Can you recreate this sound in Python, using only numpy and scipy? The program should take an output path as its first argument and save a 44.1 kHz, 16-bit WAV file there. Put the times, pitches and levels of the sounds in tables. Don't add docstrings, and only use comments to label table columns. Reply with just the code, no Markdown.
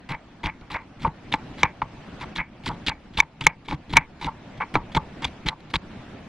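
import sys
import numpy as np
from scipy import signal
from scipy.fft import rfft, irfft, next_fast_len
from scipy.io import wavfile
from scipy.ndimage import uniform_filter1d

SR = 44100
rng = np.random.default_rng(int(sys.argv[2]) if len(sys.argv) > 2 else 0)


def volts(x):
    e = np.asarray(x, float) / 20
    return 10 ** e


def transcribe(signal):
    frames = np.atleast_2d(signal).T
    limited = np.clip(frames, -1, 1)
    pcm = np.round(limited * 32767).astype(np.int16)
    wavfile.write(sys.argv[1], SR, pcm)


N = 277314


def evened(x):
    return x / np.sqrt(np.mean(x ** 2) + 1e-20)


def read(points, hz):
    f, value = np.transpose(points)
    return np.interp(np.log(hz + 1), np.log(f + 1), value)


# (frequency [Hz], share [0-1])
TREBLE_SHARE = [(3000, 1), (6000, .6), (8000, .25), (10000, .12), (14000, .04)]


def thinned(x):
    hz, t, z = signal.stft(x, SR, nperseg=1024)
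    share = np.clip(read(TREBLE_SHARE, hz), .02, 1)[:, None]
    draws = np.repeat(rng.random((len(t), len(hz))), 2, axis=0)[:len(t)].T
    kept = draws < share
    return signal.istft(z * (kept / np.sqrt(share) + .02), SR, nperseg=1024)[1][:, :N]


# (frequency [Hz], level [dB per Hz])
HUM_COLOUR = [(12, -65), (20, -16), (47, 1), (85, -10.5), (140, -10.5), (202, -6), (274, -10.5),
              (393, -19.5), (725, -17), (1010, -21.5), (1410, -24), (2330, -25.5), (2680, -27),
              (5530, -38.5), (15500, -59)]
# (frequency [Hz], likeness [-1 to 1])
HUM_LIKENESS = [(60, 1.0), (180, 1), (550, 0.73), (1650, 0.77), (4970, 0.12), (15000, -1.3)]
# (time [s], level [dB])
HUM_DRIFT = [(0, -51.5), (.5, -50.5), (.96, -51), (1.47, -42), (1.79, -46.5), (2.29, -42.5), (2.45, -53.5),
             (2.8, -44), (3, -50.5), (3.6, -51.5), (4.1, -48.5), (4.5, -46), (5.3, -42.5), (5.55, -50),
             (5.9, -44.5), (6.29, -45.5)]
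RUMBLE_DB = 3
DUCK_FROM_DB, DUCK_SHARE, RECOVER_DB_PER_S = -43.5, 0.15, 103.5


def hum(board):
    frames, hz = N // 128 + 5, np.fft.rfftfreq(512, 1 / SR)
    a, b, c, d, patches = rng.standard_normal((frames, 257, 5)).T
    patches = uniform_filter1d(patches, 6, axis=0)
    patches = evened(uniform_filter1d(patches, 10, axis=1))

    same = np.clip(read(HUM_LIKENESS, hz), -1, 1)[:, None]
    left = a + 1j * b
    right = same * left + np.sqrt(1 - same ** 2) * (c + 1j * d)
    z = np.array([left, right])

    t = np.arange(frames) * 128 / SR
    power = abs(uniform_filter1d(board ** 2, size=1600))
    stroke_db = np.interp(t, np.arange(N) / SR, 10 * np.log10(power + 1e-12))
    bass = 1 / (1 + (hz[:, None] / 400) ** 2)
    hush_db = (1.5 - bass) * 0.13 * np.maximum(stroke_db + 29, 0)

    fall = t * RECOVER_DB_PER_S
    peak_db = np.maximum.accumulate(stroke_db + fall) - fall
    duck_db = DUCK_SHARE * np.maximum(peak_db - DUCK_FROM_DB, 0)

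    s, level_db = np.transpose(HUM_DRIFT)
    drift_db = np.interp(t, s, level_db)
    colour_db = read(HUM_COLOUR, hz)[:, None] + bass * RUMBLE_DB
    z *= volts(colour_db + 1.8 * patches + drift_db - duck_db - hush_db)
    return volts(35.0) * signal.istft(z, nperseg=512, noverlap=384)[1][:, :N] / 30


# (frequency [Hz], time [s])
ECHO_TIME = [(200, 0.69), (900, 0.12), (2300, 0.033), (3500, 0.02), (9000, 0.016)]


def room(x):
    taps = np.zeros((2, 16000))
    at = np.arange(200, 15980, 20) + rng.integers(0, 20, (2, 789))
    np.put_along_axis(taps, at, rng.choice([-1., 1.], at.shape), 1)
    taps[1] = .98 * taps[0] + .15 * taps[1]
    hz, t, z = signal.stft(taps, SR, nperseg=256)
    tail = signal.istft(z * volts(-60 * t / read(ECHO_TIME, hz)[:, None]), SR, nperseg=256)[1]
    return signal.fftconvolve(x[None], tail / np.linalg.norm(tail[0]), axes=1)[:, :N]


def ring(modes, cycles=.5):
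    t, x = np.arange(4096) / SR, np.zeros(4096)
    for k, (hz, width, db) in enumerate(modes):
        swell = (1 - np.exp(-t * hz / cycles)) ** 2
        x += (-1) ** k * volts(db) * swell * np.exp(-np.pi * width * t) * np.sin(2 * np.pi * hz * t)
    return x / abs(x).max()


def grains(per_s, spread_db):
    size = volts(spread_db * np.minimum(rng.exponential(1, N), 4)) * rng.choice([-1, 1], N)
    return size * (rng.random(N) < per_s / SR)


def clumps(size, depth_db):
    drift = evened(uniform_filter1d(rng.standard_normal(N), size))
    return evened(volts(depth_db * drift))


def rubbed(slips, gain, body):
    return signal.oaconvolve(evened(slips) * gain, body / np.linalg.norm(body))[:N]


# (time [s], length [s], crunch [dB], table push [dB])
LIGHT_TOUCHES = [(0.61, 0.0072, -55.5, -36), (.815, 0.0056, -62, -65), (0.995, 0.025, -52, -36),
                 (1.352, .012, -51.5, -50), (2.199, 0.03, -48, -47), (2.635, 0.027, -48, -41),
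                 (2.723, 0.031, -55.5, -42), (3.134, 0.055, -54, -42), (3.426, 0.021, -48.5, -39.5),
                 (3.647, 0.023, -54.5, -62.5), (3.732, 0.019, -48, -44.5), (3.894, 0.027, -46.5, -36.5),
                 (3.948, 0.0083, -47.5, -42), (4.198, 0.007, -52, -54.5), (4.574, .015, -54, -32.5),
                 (4.917, 0.022, -50.5, -60), (5.249, 0.035, -45.5, -39), (5.445, 0.028, -64, -31),
                 (5.602, 0.0049, -54, -55), (5.699, 0.015, -48, -53)]
# (time [s], length [s], crunch [dB], rub on the board [dB], table push [dB])
LAYER_CUTS = [(.089, 0.035, -42.5, -38, -34), (0.432, 0.039, -37.5, -38, -31),
              (0.701, 0.049, -42.5, -39.5, -38.5), (1.018, 0.025, -42.5, -50, -34.5),
              (1.319, 0.029, -39.5, -34, -29.5), (1.576, 0.05, -45, -48, -41.5),
              (2.21, 0.032, -47, -37, -37.5), (2.354, 0.028, -37.5, -50, -38),
              (2.659, 0.031, -33.5, -63, -27), (2.864, .033, -27.5, -45, -23.5),
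              (3.172, 0.032, -27.5, -37, -32), (3.408, .018, -39, -34, -29.5),
              (3.439, .016, -37.5, -56.5, -36.5), (3.68, 0.052, -43, -48, -33.5),
              (3.925, 0.021, -39, -43, -29), (3.956, 0.021, -34.5, -25.5, -26),
              (4.211, 0.057, -41, -41.5, -33.5), (4.74, 0.012, -36, -33, -27),
              (4.947, 0.029, -34, -32, -23.5), (5.22, 0.033, -41, -37, -35),
              (5.243, 0.011, -27.5, -30.5, -52), (5.459, 0.03, -35, -35, -42.5),
              (5.479, 0.018, -34.5, -33, -34), (5.736, 0.029, -30, -36.5, -26.5)]
# (time [s], length [s], lower ring [dB], upper ring [dB], table push [dB])
BOARD_SKIDS = [(0.121, 0.031, -34, -36, -41.5), (.466, 0.035, -35, -36, -44),
               (.742, 0.018, -36.5, -33, -39.5), (0.759, 0.011, -27, -38.5, -61),
               (1.043, 0.037, -26, -53, -27), (1.338, 0.012, -25.5, -44.5, -31),
               (1.627, 0.014, -35.5, -30, -28.5), (1.632, 0.03, -30.5, -31.5, -35.5),
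               (1.823, 0.0063, -26.5, -50, -27.5), (2.381, 0.035, -34, -26, -36),
               (2.688, 0.034, -29.5, -64, -32.5), (2.901, 0.022, -39, -35.5, -40),
               (3.221, 0.015, -38.5, -48, -46), (3.462, 0.011, -27.5, -26, -29),
               (3.49, 0.012, -48, -47, -83), (3.718, 0.024, -36, -64, -27),
               (3.965, .021, -25.5, -22.5, -31.5), (4.004, 0.018, -49, -61, -53),
               (4.266, 0.027, -29, -56, -39.5), (4.602, 0.029, -29.5, -32, -45),
               (4.757, 0.0081, -22.5, -43.5, -18), (4.76, 0.015, -27, -55, -41),
               (4.963, 0.016, -22, -63, -32), (5.496, 0.0385, -37.5, -65, -53)]
TOUCH_RUB_DB = -7
CUT_UPPER_DB = -5.5
SKID_CRUNCH_DB = -24
SETTLE_DB, SETTLE_S, SETTLE_FADE_DB = -13.5, 0.077, -22.5
PULP_GONE_DB = -11


def phases():
    rows = []
    for s, length, crunch_db, push in LIGHT_TOUCHES:
        rub = crunch_db + TOUCH_RUB_DB
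        rows.append((s, length, crunch_db, rub, rub, push, 0))
    for s, length, crunch_db, rub, push in LAYER_CUTS:
        rows.append((s, length, crunch_db, rub, rub + CUT_UPPER_DB, push, 0))
    for s, length, lower, upper, push in BOARD_SKIDS:
        levels_db = np.array([lower + SKID_CRUNCH_DB, lower, upper, push])
        settling_db = levels_db + (SETTLE_DB + np.array([PULP_GONE_DB, 0, 0, 0]))
        rows.append((s, length, *levels_db, 0))
        rows.append((s + length, SETTLE_S, *settling_db, SETTLE_FADE_DB))
    return rows


def held(axis):
    out = np.zeros(N)
    for row in phases():
        part = out[round(row[0] * SR):round((row[0] + row[1]) * SR)]
        part += volts(row[axis] + np.linspace(0, row[-1], len(part)))
    return uniform_filter1d(out, size=100)


# (frequency [Hz], level [dB per Hz])
CRUNCH_COLOUR = [(710, -38), (1200, -8.5), (2230, -1), (2540, -7), (3540, 1), (4930, -12), (6040, -19),
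                 (6800, -19), (12800, -36.5), (15500, -52.5)]


def crunch():
    gain = held(axis=2) * clumps(size=150, depth_db=2.5)
    out, t = np.zeros(N), np.arange(256) / SR
    for hz in np.geomspace(1300, 14000, 16):
        pop = np.sin(2 * np.pi * hz * t) * t ** 2 * np.exp(-t * hz / 1.5)
        patch = clumps(size=400, depth_db=hz / 4000)
        level = volts(read(CRUNCH_COLOUR, hz)) * np.sqrt(hz / 3500)
        out += level * rubbed(grains(900, 3.0), gain * patch, pop)
    return volts(-4.0) * out


# (frequency [Hz], width [Hz], level [dB])
LOWER_MODES = [(888.3, 86, 4.5), (1041, 98, -1.5), (1133, 70, -3), (1373, 240, -4.5), (690, 160, -17),
               (485, 83, -14)]
# (frequency [Hz], width [Hz], level [dB])
UPPER_MODES = [(2266, 139, 9.5), (2070, 210, -9), (2400, 630, -18.5), (1717, 260, 8), (1724, 170, -9),
               (1410, 420, -0.5), (2500, 180, -17), (2240, 96, -22.5)]
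# (frequency [Hz], width [Hz], level [dB])
MIDDLE_MODES = [(1293, 790, 3.5), (1596, 140, -0.5), (1565, 130, -3.5), (2050, 240, 4)]
# (frequency [Hz], width [Hz], level [dB])
TABLE_MODES = [(35.8, 41.4, -3), (62.6, 69, -2), (132.7, 81.3, -1), (160.7, 44.6, -4), (299, 56.7, -12)]


def strokes():
    lower_gain, upper_gain = held(axis=3), held(axis=4)
    push_gain = np.roll(held(axis=5), -128)
    lower = rubbed(grains(1500, 2.2), lower_gain, ring(LOWER_MODES, 0.32))
    upper = rubbed(grains(2000, 2.8), upper_gain, ring(UPPER_MODES, 0.78))
    push = rubbed(grains(400, 3), push_gain, ring(TABLE_MODES, 0.17))
    onion = crunch()
    middle = rubbed(grains(2000, 3.8), np.sqrt(abs(lower_gain * upper_gain)), ring(MIDDLE_MODES, 0.25))
    return onion + lower + upper + push + volts(-3.0) * middle


# (time [s], skin snap [dB], jolt to the board [dB])
LAYER_SNAPS = [(.0988, -43, -44), (.4387, -45, -24.5), (1.3254, -16, -46), (2.6642, -27, -24.5),
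               (2.8697, -17.5, -44), (3.1752, -19.5, -31.5), (3.1905, -18, -18), (3.4103, -19.5, -52),
               (3.6849, -26, -27.5), (3.9362, -14.5, -21.5), (4.214, -30, -48.5), (4.2249, -32.5, -30.5),
               (4.9492, -15.5, -15.5)]
# (time [s], upper ring [dB],
# lower ring [dB], skin snap [dB])
BOARD_LANDINGS = [(0.4589, -22, -26, -20), (.7452, -25, -22.5, -48), (1.0482, -26.5, -14.5, -39),
                  (1.339, -9.5, -16.5, -16), (1.632, -1, -6.5, -10.5), (1.6533, -24.5, -19.5, -44),
                  (1.8181, -22.5, -15.5, -30.5), (2.3607, -27, -28, -21.5), (2.3862, -16, -39, -42),
                  (2.8835, -16.5, -19, -11), (2.897, -37, -22, -20), (3.1858, -30, -18, -36),
                  (3.2019, -0.5, -17, -11.5), (3.467, 3, -4.5, -8.5), (3.7108, -24.5, -28, -28.5),
                  (3.7224, -40.5, -23, -41), (3.9688, 4, -9, -8.5), (4.2454, -30.5, -28.5, -21.5),
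                  (4.6073, -32, -15.5, -51), (4.6347, -25.5, -27, -61), (4.7543, -11.5, -1, -24),
                  (4.9683, -23.5, -15, -33), (5.2441, -19.5, -31, -17), (5.4866, -14.5, -31, -3.5),
                  (5.7395, -16, -14, -14), (5.757, -14, -24, -13.5)]
JOLT_UPPER_DB = -4
TICK_DB, HARD_TICK_DB, HARD_SLOPE = -26.5, -20, 1.8
DULL_DB = -12
SNAP_CONTACT_S, SOFT_CONTACT_S, HARD_CONTACT_S = 0.0011, 0.0023, 0.0012


def contacts():
    rows = []
    for s, snap, jolt in LAYER_SNAPS:
        rows.append((s, jolt + JOLT_UPPER_DB, jolt, snap, snap + TICK_DB, SNAP_CONTACT_S))
    for s, upper, lower, snap in BOARD_LANDINGS:
        tick = max(snap + TICK_DB, HARD_TICK_DB + HARD_SLOPE * upper)
        contact = SOFT_CONTACT_S if snap < lower + DULL_DB else SNAP_CONTACT_S
        rows.append((s, upper, lower, snap, tick, contact + HARD_CONTACT_S * volts(upper)))
    return rows


# (frequency [Hz], width [Hz], level [dB])
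SNAP_MODES = [(3630, 310, 1), (2780, 550, 5.5), (3940, 180, -8.5), (4446, 1900, -16)]
# (frequency [Hz], width [Hz], level [dB])
BLADE_MODES = [(4800, 350, 6.5), (5980, 1300, 27.5), (7200, 450, -4.5), (7300, 350, -9), (8050, 600, -10.5),
               (10300, 600, -10), (11000, 500, -17), (12700, 900, -36)]
KICK_DB, KICK_S = -2.5, .00008


def knocks():
    t, out = np.arange(512) / SR, np.zeros(N + 8192)
    u = t / KICK_S - 4
    kick = (1 - u ** 2) * np.exp(-u ** 2 / 2)
    bodies = [(UPPER_MODES, 0.95, 0.061), (LOWER_MODES, 0.39, .08),
              (SNAP_MODES, 1.0, 0.21), (BLADE_MODES, 0.95, 0.42)]
    rows = contacts()
    chatter = rng.standard_normal((len(rows), 512))
    spots = rng.standard_normal((len(rows), 8, 2))
    for (s, *levels_db, contact), rattle, spot in zip(rows, chatter, spots):
        at = round(s * SR)
        rattle = rattle * np.exp(-t / max(contact, .0002))
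        out[at:at + 512] -= volts(levels_db[2] + KICK_DB) * kick
        for db, (modes, cycles, loose) in zip(levels_db, bodies):
            moved = [(hz * (1 + .012 * a), width, mode_db + 1.6 * b)
                     for (hz, width, mode_db), (a, b) in zip(modes, spot)]
            force = loose * rattle + (t == 0)
            out[at:at + 4607] += volts(db) * signal.fftconvolve(force, ring(moved, cycles))
    return out[:N]


def scene():
    board, size = knocks() + strokes(), next_fast_len(N + 64)
    delay = np.exp(-2j * np.pi * 1 * np.arange(size // 2 + 1) / size)
    later = irfft(rfft(board, size) * delay, size)[:N]
    direct = np.array([volts(0.41) * later, board])
    return direct + volts(-34.0) * room(board) + thinned(hum(board))


def top_cut(x):
    return signal.sosfilt(signal.butter(12, 21850, fs=SR, output="sos"), x)


def record(dry):
    overloaded = dry / (1 + abs(dry) ** 6) ** (1 / 6)
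    edge = signal.firwin(31, 14500, window=("kaiser", 7), fs=SR)[None]
    limited = signal.oaconvolve(overloaded, edge, "same")
    return top_cut(np.clip(limited, -1, 1))


dry = scene()
out = record(dry)
transcribe(out)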